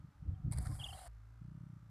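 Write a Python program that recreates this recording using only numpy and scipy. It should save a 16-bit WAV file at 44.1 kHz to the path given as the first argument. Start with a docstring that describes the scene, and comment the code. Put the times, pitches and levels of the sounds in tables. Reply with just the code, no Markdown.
"""An open field: a game bird bursts out of dry grass. Stems snap, stalks and feathers rustle,
the wings whirr stroke by stroke over a hollow tone, and the bird gives one warbling chirp.
Low buffets shake the microphone during the flush. The rustle stops abruptly,
leaving a low buzz and a quick run of soft, dull thumps over a faint fluttering hiss."""
import sys
import numpy as np
from scipy import signal
from scipy.fft import rfft, irfft, next_fast_len
from scipy.io import wavfile
from scipy.ndimage import map_coordinates

SR = 44100
rng = np.random.default_rng(int(sys.argv[2]) if len(sys.argv) > 2 else 0)


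def transcribe(signal):
    """Save signal, clipped to [-1, 1], as a 16-bit WAV file at the path in sys.argv[1]."""
    frames = np.atleast_2d(signal).T
    limited = np.clip(frames, -1, 1)
    pcm = np.round(limited * 32767).astype(np.int16)
    wavfile.write(sys.argv[1], SR, pcm)


N = 83790
T = np.arange(N) / SR
FLUSH_START_S, FLUSH_END_S, EDGE_S = .512, 1.081, .001


def amp(db):
    """Decibels to gain."""
    return 10 ** (np.asarray(db) / 20)


def unit(x):
    """Scale to rms 1."""
    return x / np.sqrt(np.mean(x ** 2) + 1e-20)


def along(points, hz):
    """Read a curve of (freq_hz, value) points on a log frequency axis."""
    freqs, values = np.transpose(points)
    return np.interp(np.log(hz + 1), np.log(freqs + 1), values)


def curves(rows):
    """One automation curve for each column after the time."""
    times, *columns = np.transpose(rows)
    return [np.interp(T, times, column) for column in columns]


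def wobble(rate):
    """A smooth random curve, rate knots a second."""
    return map_coordinates(rng.standard_normal(int(N * rate / SR) + 4), [T * rate])


def bell(peak_s, width_s):
    """A Gaussian swell."""
    return np.exp(-.5 * ((T - peak_s) / width_s) ** 2)


def gate(start_s, end_s):
    """Open between start and end, with short ramps."""
    return np.clip((T - start_s) / EDGE_S, 0, 1) * np.clip((end_s - T) / EDGE_S, 0, 1)


def push(peak_s, db, hz, cycles):
    """One dull pressure bump: a low tone under a swell whose width is given in cycles."""
    return -amp(db) * bell(peak_s, cycles / hz) * np.cos(2 * np.pi * hz * (T - peak_s))


def filtered(x, response):
    """Shape x with a frequency response."""
    size = next_fast_len(N + SR // 2)
    return irfft(rfft(x, size) * response(np.fft.rfftfreq(size, 1 / SR)), size)[..., :N]


# Stereo image of the noise layers: freq_hz, left_right_correlation
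STEREO_IMAGE = [(4000, .9999), (5200, 1), (6500, .75), (9000, 0.3), (12000, 0.56)]

def coloured(pair, eq):
    """EQ two unrelated signals into stereo of rms 1: mono in the bass, wider in the treble."""
    def response(hz):
        spread = np.arccos(along(STEREO_IMAGE, hz)) / 2 * (hz > STEREO_IMAGE[0][0])
        skirts = np.minimum(1, np.minimum(hz / eq[0][0], eq[-1][0] / (hz + 1))) ** 4
        return amp(along(eq, hz)) * skirts * [np.cos(spread), np.sin(spread)]
    mid, side = filtered(pair, response)
    return unit(np.array([mid + side, mid - side]))


def noise(eq):
    """Stereo noise of rms 1, coloured by an EQ curve."""
    return coloured(rng.standard_normal((2, N)), eq)


# Tone of the open air: freq_hz, gain_db
AIR_EQ = [(250, -2), (310, -1), (360, -17.5), (440, -8), (520, -19.5), (580, -5.5), (680, -13.5),
          (800, -9.5), (1080, -9), (1250, -3.5), (1420, -7.5), (1750, -13.5), (2200, -18), (2800, -21.5),
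          (5200, -25), (6000, -25.5), (6700, -27), (7800, -27.5), (15000, -33)]

def air():
    """A faint bed of air; after the flush the hiss turns into a fast, buzzy flutter."""
    comb_hz, feedback, depth_db = 28.79, .8, 1.8
    comb = lambda hz: 1 / (1 - feedback * np.exp(-2j * np.pi * hz / comb_hz))
    tremolo = amp(depth_db * np.sin(2 * np.pi * (2 * comb_hz) * T))
    flutter = unit(filtered(noise(AIR_EQ), comb)) * tremolo
    return np.where(T < FLUSH_END_S, amp(-74.5) * noise(AIR_EQ), amp(-75) * flutter)


# Levels of the buzz's two partials: time_s, fundamental_db, octave_db
BUZZ_LEVELS = [(1.04, -75, -80), (1.085, -53, -63), (1.16, -54, -62), (1.19, -58, -60), (1.4, -58, -60),
               (1.6, -65, -64), (1.78, -67, -61), (1.9, -66, -59)]
# Drift of the buzz: time_s, pitch_hz
BUZZ_DRIFT = [(1.08, 57), (1.2, 52.5), (1.3, 55.6), (1.36, 57.16), (1.9, 56.2)]

def buzz():
    """A low tone and its octave fade in quickly as the flush ends."""
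    pitch, = curves(BUZZ_DRIFT)
    fundamental_db, octave_db = curves(BUZZ_LEVELS)
    phase = 2 * np.pi * np.cumsum(pitch) / SR
    fade_in = np.clip((T - BUZZ_LEVELS[0][0]) / .024, 0, 1)
    partials = amp(fundamental_db) * np.cos(phase) + amp(octave_db) * np.cos(2 * phase)
    return np.sqrt(2) * partials * fade_in


# Soft, dull hits: peak_s, body_db
THUMP_HITS = [(0.049, -44), (0.088, -50), (0.166, -71), (1.4192, -43), (1.453, -43.5), (1.4865, -42.5),
              (1.52, -42), (1.5526, -42), (1.578, -43.5), (1.6125, -43), (1.637, -42.5), (1.668, -43),
              (1.702, -43.5), (1.735, -44.5), (1.769, -45.5), (1.801, -55), (1.831, -50.5), (1.866, -54),
              (1.896, -53)]

def thumps():
    """A low body with a faint knock on top: three at the start, later a run of some thirty a second."""
    return sum(push(s, db, hz=142.6, cycles=.6) + push(s, db - 19, hz=289.6, cycles=1.12)
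               for s, db in THUMP_HITS)


# Swells of the rumble: time_s, level_db
RUMBLE_SWELLS = [(0, -51.5), (.09, -62.5), (.12, -68), (.2, -60), (.228, -51.5), (.26, -45), (.32, -42),
                 (.375, -53), (.425, -50.5), (.46, -38), (.54, -44.5), (.6, -38), (.648, -48), (.7, -40),
                 (.77, -47), (.87, -52), (.955, -52.5), (.985, -62.5), (1.03, -60), (1.1, -69.5),
                 (1.9, -72)]
# Low end of the rumble: freq_hz, gain_db
RUMBLE_EQ = [(15, -17.5), (32, -14.5), (58, 4.5), (90, -2.5), (125, -4), (180, -12.5), (240, -25.5),
             (310, -48), (400, -53.5), (700, -71)]
# Its scuffing top: freq_hz, gain_db
SCUFF_EQ = [(170, -6.5), (220, -4.5), (300, 5), (370, -17), (460, -14), (600, -22)]
# Single buffets: peak_s, level_db, pitch_hz
BUFFET_HITS = [(.23, -41.5, 135), (.271, -50, 146), (0.293, -29, 81.5), (0.338, -35.5, 95.6),
               (0.402, -42.5, 144), (0.45, -30.5, 124.4), (.483, -30.5, 155.5), (0.514, -29.5, 117),
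               (0.569, -34.5, 112), (0.584, -34.5, 94), (0.673, -32, 104), (0.703, -31.5, 102),
               (.733, -34, 107.4), (0.808, -37, 93)]

def rumble():
    """Uneven low rumble, brighter when strong, with single buffets on the microphone."""
    level_db, = curves(RUMBLE_SWELLS)
    loud_db, scuff_db_per_db = -44, 1.52
    scuff = amp(-64 + scuff_db_per_db * (level_db - loud_db)) * noise(SCUFF_EQ)
    buffets = sum(push(s, db, hz, cycles=.52) for s, db, hz in BUFFET_HITS)
    return amp(level_db) * noise(RUMBLE_EQ) + scuff + buffets


# Hollow tone under the whirr: time_s, pitch_hz, level_db
HOLLOW_TONE = [(.1, 860, -88), (.3, 770, -84.5), (.37, 750, -75), (.5, 750, -80), (.62, 755, -70.5),
               (.79, 756, -70.5), (.86, 800, -66), (.94, 790, -71), (.98, 755, -61), (1.0, 733, -64.5),
               (1.05, 725.6, -59.5), (1.08, 725, -67)]

def hollow():
    """A wavering hollow tone that grows louder and sinks a little in pitch as the bird gets away."""
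    pitch, level_db = curves(HOLLOW_TONE)
    jitter, flicker_db = .03, 2
    phase = 2 * np.pi * np.cumsum(pitch * (1 + jitter * wobble(120))) / SR
    return np.sqrt(2) * np.sin(phase) * amp(level_db + flicker_db * wobble(60)) * gate(0, FLUSH_END_S)


# Tiny whistles: peak_s, pitch_hz, level_db
PEEP_NOTES = [(.35, 3180, -79), (.891, 6350, -69), (0.932, 4370, -63), (.98, 2770, -67), (.997, 3300, -68)]

def peeps():
    """Faint sine blips before, during and after the chirp."""
    return sum(np.sqrt(2) * amp(db) * bell(s, width_s=.0036) * np.sin(2 * np.pi * hz * T)
               for s, hz, db in PEEP_NOTES)


# Swells of the bright rustle: time_s, level_db
RUSTLE_SWELLS = [(.512, -62.5), (.535, -65.5), (.548, -65.5), (.577, -66.5), (.597, -69.5), (.626, -57.5),
                 (.643, -66), (.66, -57.5), (.695, -65), (.76, -60.5), (.785, -62.5), (.9, -60.5),
                 (.985, -60.5), (1.08, -63)]
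# Fizz of grass and feathers: freq_hz, gain_db
RUSTLE_EQ = [(3400, -35), (5800, -18), (6500, -12), (7000, -7.5), (8050, -0.5), (8800, 3), (9600, -0.5),
             (10700, 0), (11900, -10), (13700, -13.5), (14300, -14)]
# Dry crackle: freq_hz, gain_db
CRACKLE_EQ = [(1200, -3), (2100, 1), (2800, -25), (4400, -1.5), (6000, -9), (8500, -6), (11000, -13),
              (14000, -9)]
# Straw body, under the rustle and the snaps: freq_hz, gain_db
STRAW_EQ = [(300, -28), (520, -0.5), (760, 4), (1000, 1.5), (1400, -4.5), (2250, -6.5), (2700, -20.5),
            (3600, -13.5), (4100, -15.5), (4800, -4.5), (5900, -24.5), (8000, -49)]

def grass():
    """Dense tiny ticks of stalks and feathers over their hiss, sparser crackles and a dull straw body."""
    def ticks(per_s, spread_db=2):
        hits = rng.random((2, N)) < per_s / SR
        return hits * rng.standard_normal((2, N)) * amp(spread_db * rng.standard_normal((2, N)))
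    level_db, = curves(RUSTLE_SWELLS)
    grain_share = .4  # of the fizz's power
    grains = coloured(ticks(per_s=1100), RUSTLE_EQ)
    fizz = np.sqrt(grain_share) * grains + np.sqrt(1 - grain_share) * noise(RUSTLE_EQ)
    crackle = amp(-75.5) * coloured(ticks(per_s=220), CRACKLE_EQ)
    rustle = amp(level_db + .36 * wobble(70.8)) * fizz
    straw = amp(-65 + 2.3 * wobble(79.6)) * noise(STRAW_EQ)
    return rustle + crackle + straw


# Brushes through the grass: peak_s, width_s, centre_hz, level_db
GRASS_SWISHES = [(0.528, 0.0066, 980, -62), (0.532, .012, 2170, -65), (0.71, 0.02, 1026, -65),
                 (0.73, 0.028, 5040, -72), (0.908, .02, 5060, -72.5), (0.993, 0.033, 3990, -69),
                 (1.008, 0.047, 2980, -73)]

def swishes():
    """Brief brushing sounds, each a swell of noise in its own narrow band."""
    def band(centre_hz, q=6.5):
        response = lambda hz: 1 / (1 + (q * (hz / centre_hz - centre_hz / (hz + 1))) ** 2)
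        return unit(filtered(rng.standard_normal(N), response))
    return sum(amp(db) * bell(s, width_s) * band(hz) for s, width_s, hz, db in GRASS_SWISHES)


# Stems snapping and whipping: peak_s, level_db, rise_s, t60_s, body_relative_db
STEM_SNAPS = [(.523, -41, 0.00028, 0.0047, -14), (0.5264, -55.5, 0.0006, 0.035, 1.5),
              (0.5347, -52, 0.003, 0.031, -12), (0.575, -54.5, 0.0011, 0.04, -7),
              (0.5868, -46, 0.002, 0.0099, -6), (0.671, -56, 0.00058, 0.0083, 8)]
# Bright crack of a stem: freq_hz, gain_db
CRACK_EQ = [(3000, -49), (4000, -4), (4800, -5.5), (6000, -17), (7000, -15), (8000, 3), (8800, 5),
            (9600, -1), (10700, 3), (12500, -19), (13800, -9), (14300, -30)]

def snaps():
    """Dry stems bend and crack straight ahead as the bird breaks through them."""
    wide, body, out = noise(CRACK_EQ), noise(STRAW_EQ), np.zeros((2, N))
    mid = wide.mean(axis=0)
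    crack = unit(mid) + .22 * (wide - mid)  # narrowed towards the centre
    for s, db, rise_s, t60_s, body_db in STEM_SNAPS:
        envelope = np.where(T < s, bell(s, rise_s), amp(-60 * np.abs(T - s) / t60_s))
        out += amp(db) * envelope * (crack + amp(body_db) * body)
    return out


# Wing strokes: peak_s, whoosh_db, slap_db
WING_STROKES = [(0.526, -59.5, -75), (.553, -74, -79), (.578, -71, -61), (0.616, -77, -69),
                (0.659, -58.5, -54.5), (0.672, -60, -57), (0.72, -65, -66), (.755, -73, -65),
                (0.796, -58, -73), (0.828, -56.5, -63.5), (.862, -55.5, -70), (0.895, -57, -72),
                (0.93, -58.5, -61), (0.952, -56, -72), (0.976, -59.5, -69.5), (0.991, -58, -65.5),
                (1.019, -61, -64), (1.035, -65, -62.5), (1.068, -73, -64.5)]
# Whoosh of a wing: freq_hz, gain_db
WHOOSH_EQ = [(400, -18), (540, -23), (600, 4.5), (660, -4.5), (740, 1.5), (830, 1), (930, -12), (1050, -33),
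             (1300, -28)]
# Slap of its feathers: freq_hz, gain_db
SLAP_EQ = [(700, -48), (1100, 0), (1380, 6.5), (1700, 2.5), (2200, -6), (2700, -27), (4500, -10.5),
           (6500, -19)]

def wings():
    """Each stroke gives a hollow whoosh and a brighter slap of feathers."""
    width_s = .0045
    whoosh = sum(amp(db) * bell(s, width_s) for s, db, _ in WING_STROKES)
    slap = sum(amp(db) * bell(s, width_s) for s, _, db in WING_STROKES)
    return whoosh * noise(WHOOSH_EQ) + slap * noise(SLAP_EQ)


# Warble of the bird's call: time_s, pitch_hz
CHIRP_WARBLE = [(.793, 3245.5), (.806, 3270), (.817, 2846), (.826, 2783), (.833, 3138), (.843, 3420),
                (.85, 3146), (.857, 2859), (.872, 2843), (.886, 3277), (.897, 3151), (.909, 2794),
                (.917, 2836), (.93, 3123), (.945, 3260)]
# Pulses of the call: time_s, level_db
CHIRP_PULSES = [(0.789, -78), (0.8, -50), (0.811, -56.5), (0.817, -50), (.826, -56), (0.835, -53.5),
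                (0.845, -40.5), (0.857, -54), (0.862, -67), (0.864, -48.5), (.872, -52), (0.879, -92),
                (0.888, -49), (.902, -57.5), (0.912, -54.5), (0.925, -81.5), (.934, -53.5), (.941, -60.5),
                (.95, -72)]

def chirp():
    """The bird's slightly rough, warbling whistle, brighter when loud."""
    pitch, = curves(CHIRP_WARBLE)
    level_db, = curves(CHIRP_PULSES)
    jitter, flicker_db = .018, 2
    loud_db, overtone_db_per_db = -40, 1.6
    phase = 2 * np.pi * np.cumsum(pitch * (1 + jitter * wobble(600))) / SR
    overtone = amp(-16.5 + overtone_db_per_db * (level_db - loud_db))
    voice = np.sqrt(2) * (np.sin(phase) + overtone * np.sin(2 * phase))
    envelope = amp(level_db + flicker_db * wobble(400)) * gate(CHIRP_PULSES[0][0], CHIRP_PULSES[-1][0])
    return voice * envelope


def over_field(voice):
    """A call with its reflection off the ground and a short tail scattered over the field."""
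    ground_delay_s, t60_s = .009, .3
    bounce = np.interp(T - ground_delay_s, T, voice)
    tail = rng.standard_normal(N) * amp(-60 * T / t60_s)
    scatter = signal.fftconvolve(voice, tail / np.linalg.norm(tail))[:N]
    return voice + amp(-19) * bounce + amp(-22) * scatter


def scene():
    """The flush, gated hard, over the faint tones, the low end and the air of the field."""
    flush = grass() + swishes() + snaps() + wings() + over_field(chirp())
    flush *= gate(FLUSH_START_S, FLUSH_END_S)
    return flush + hollow() + peeps() + rumble() + thumps() + buzz() + air()


def record(dry):
    """A brick-wall high cut on the mix."""
    return filtered(dry, lambda hz: hz < 14350)


dry = scene()
out = record(dry)
transcribe(out)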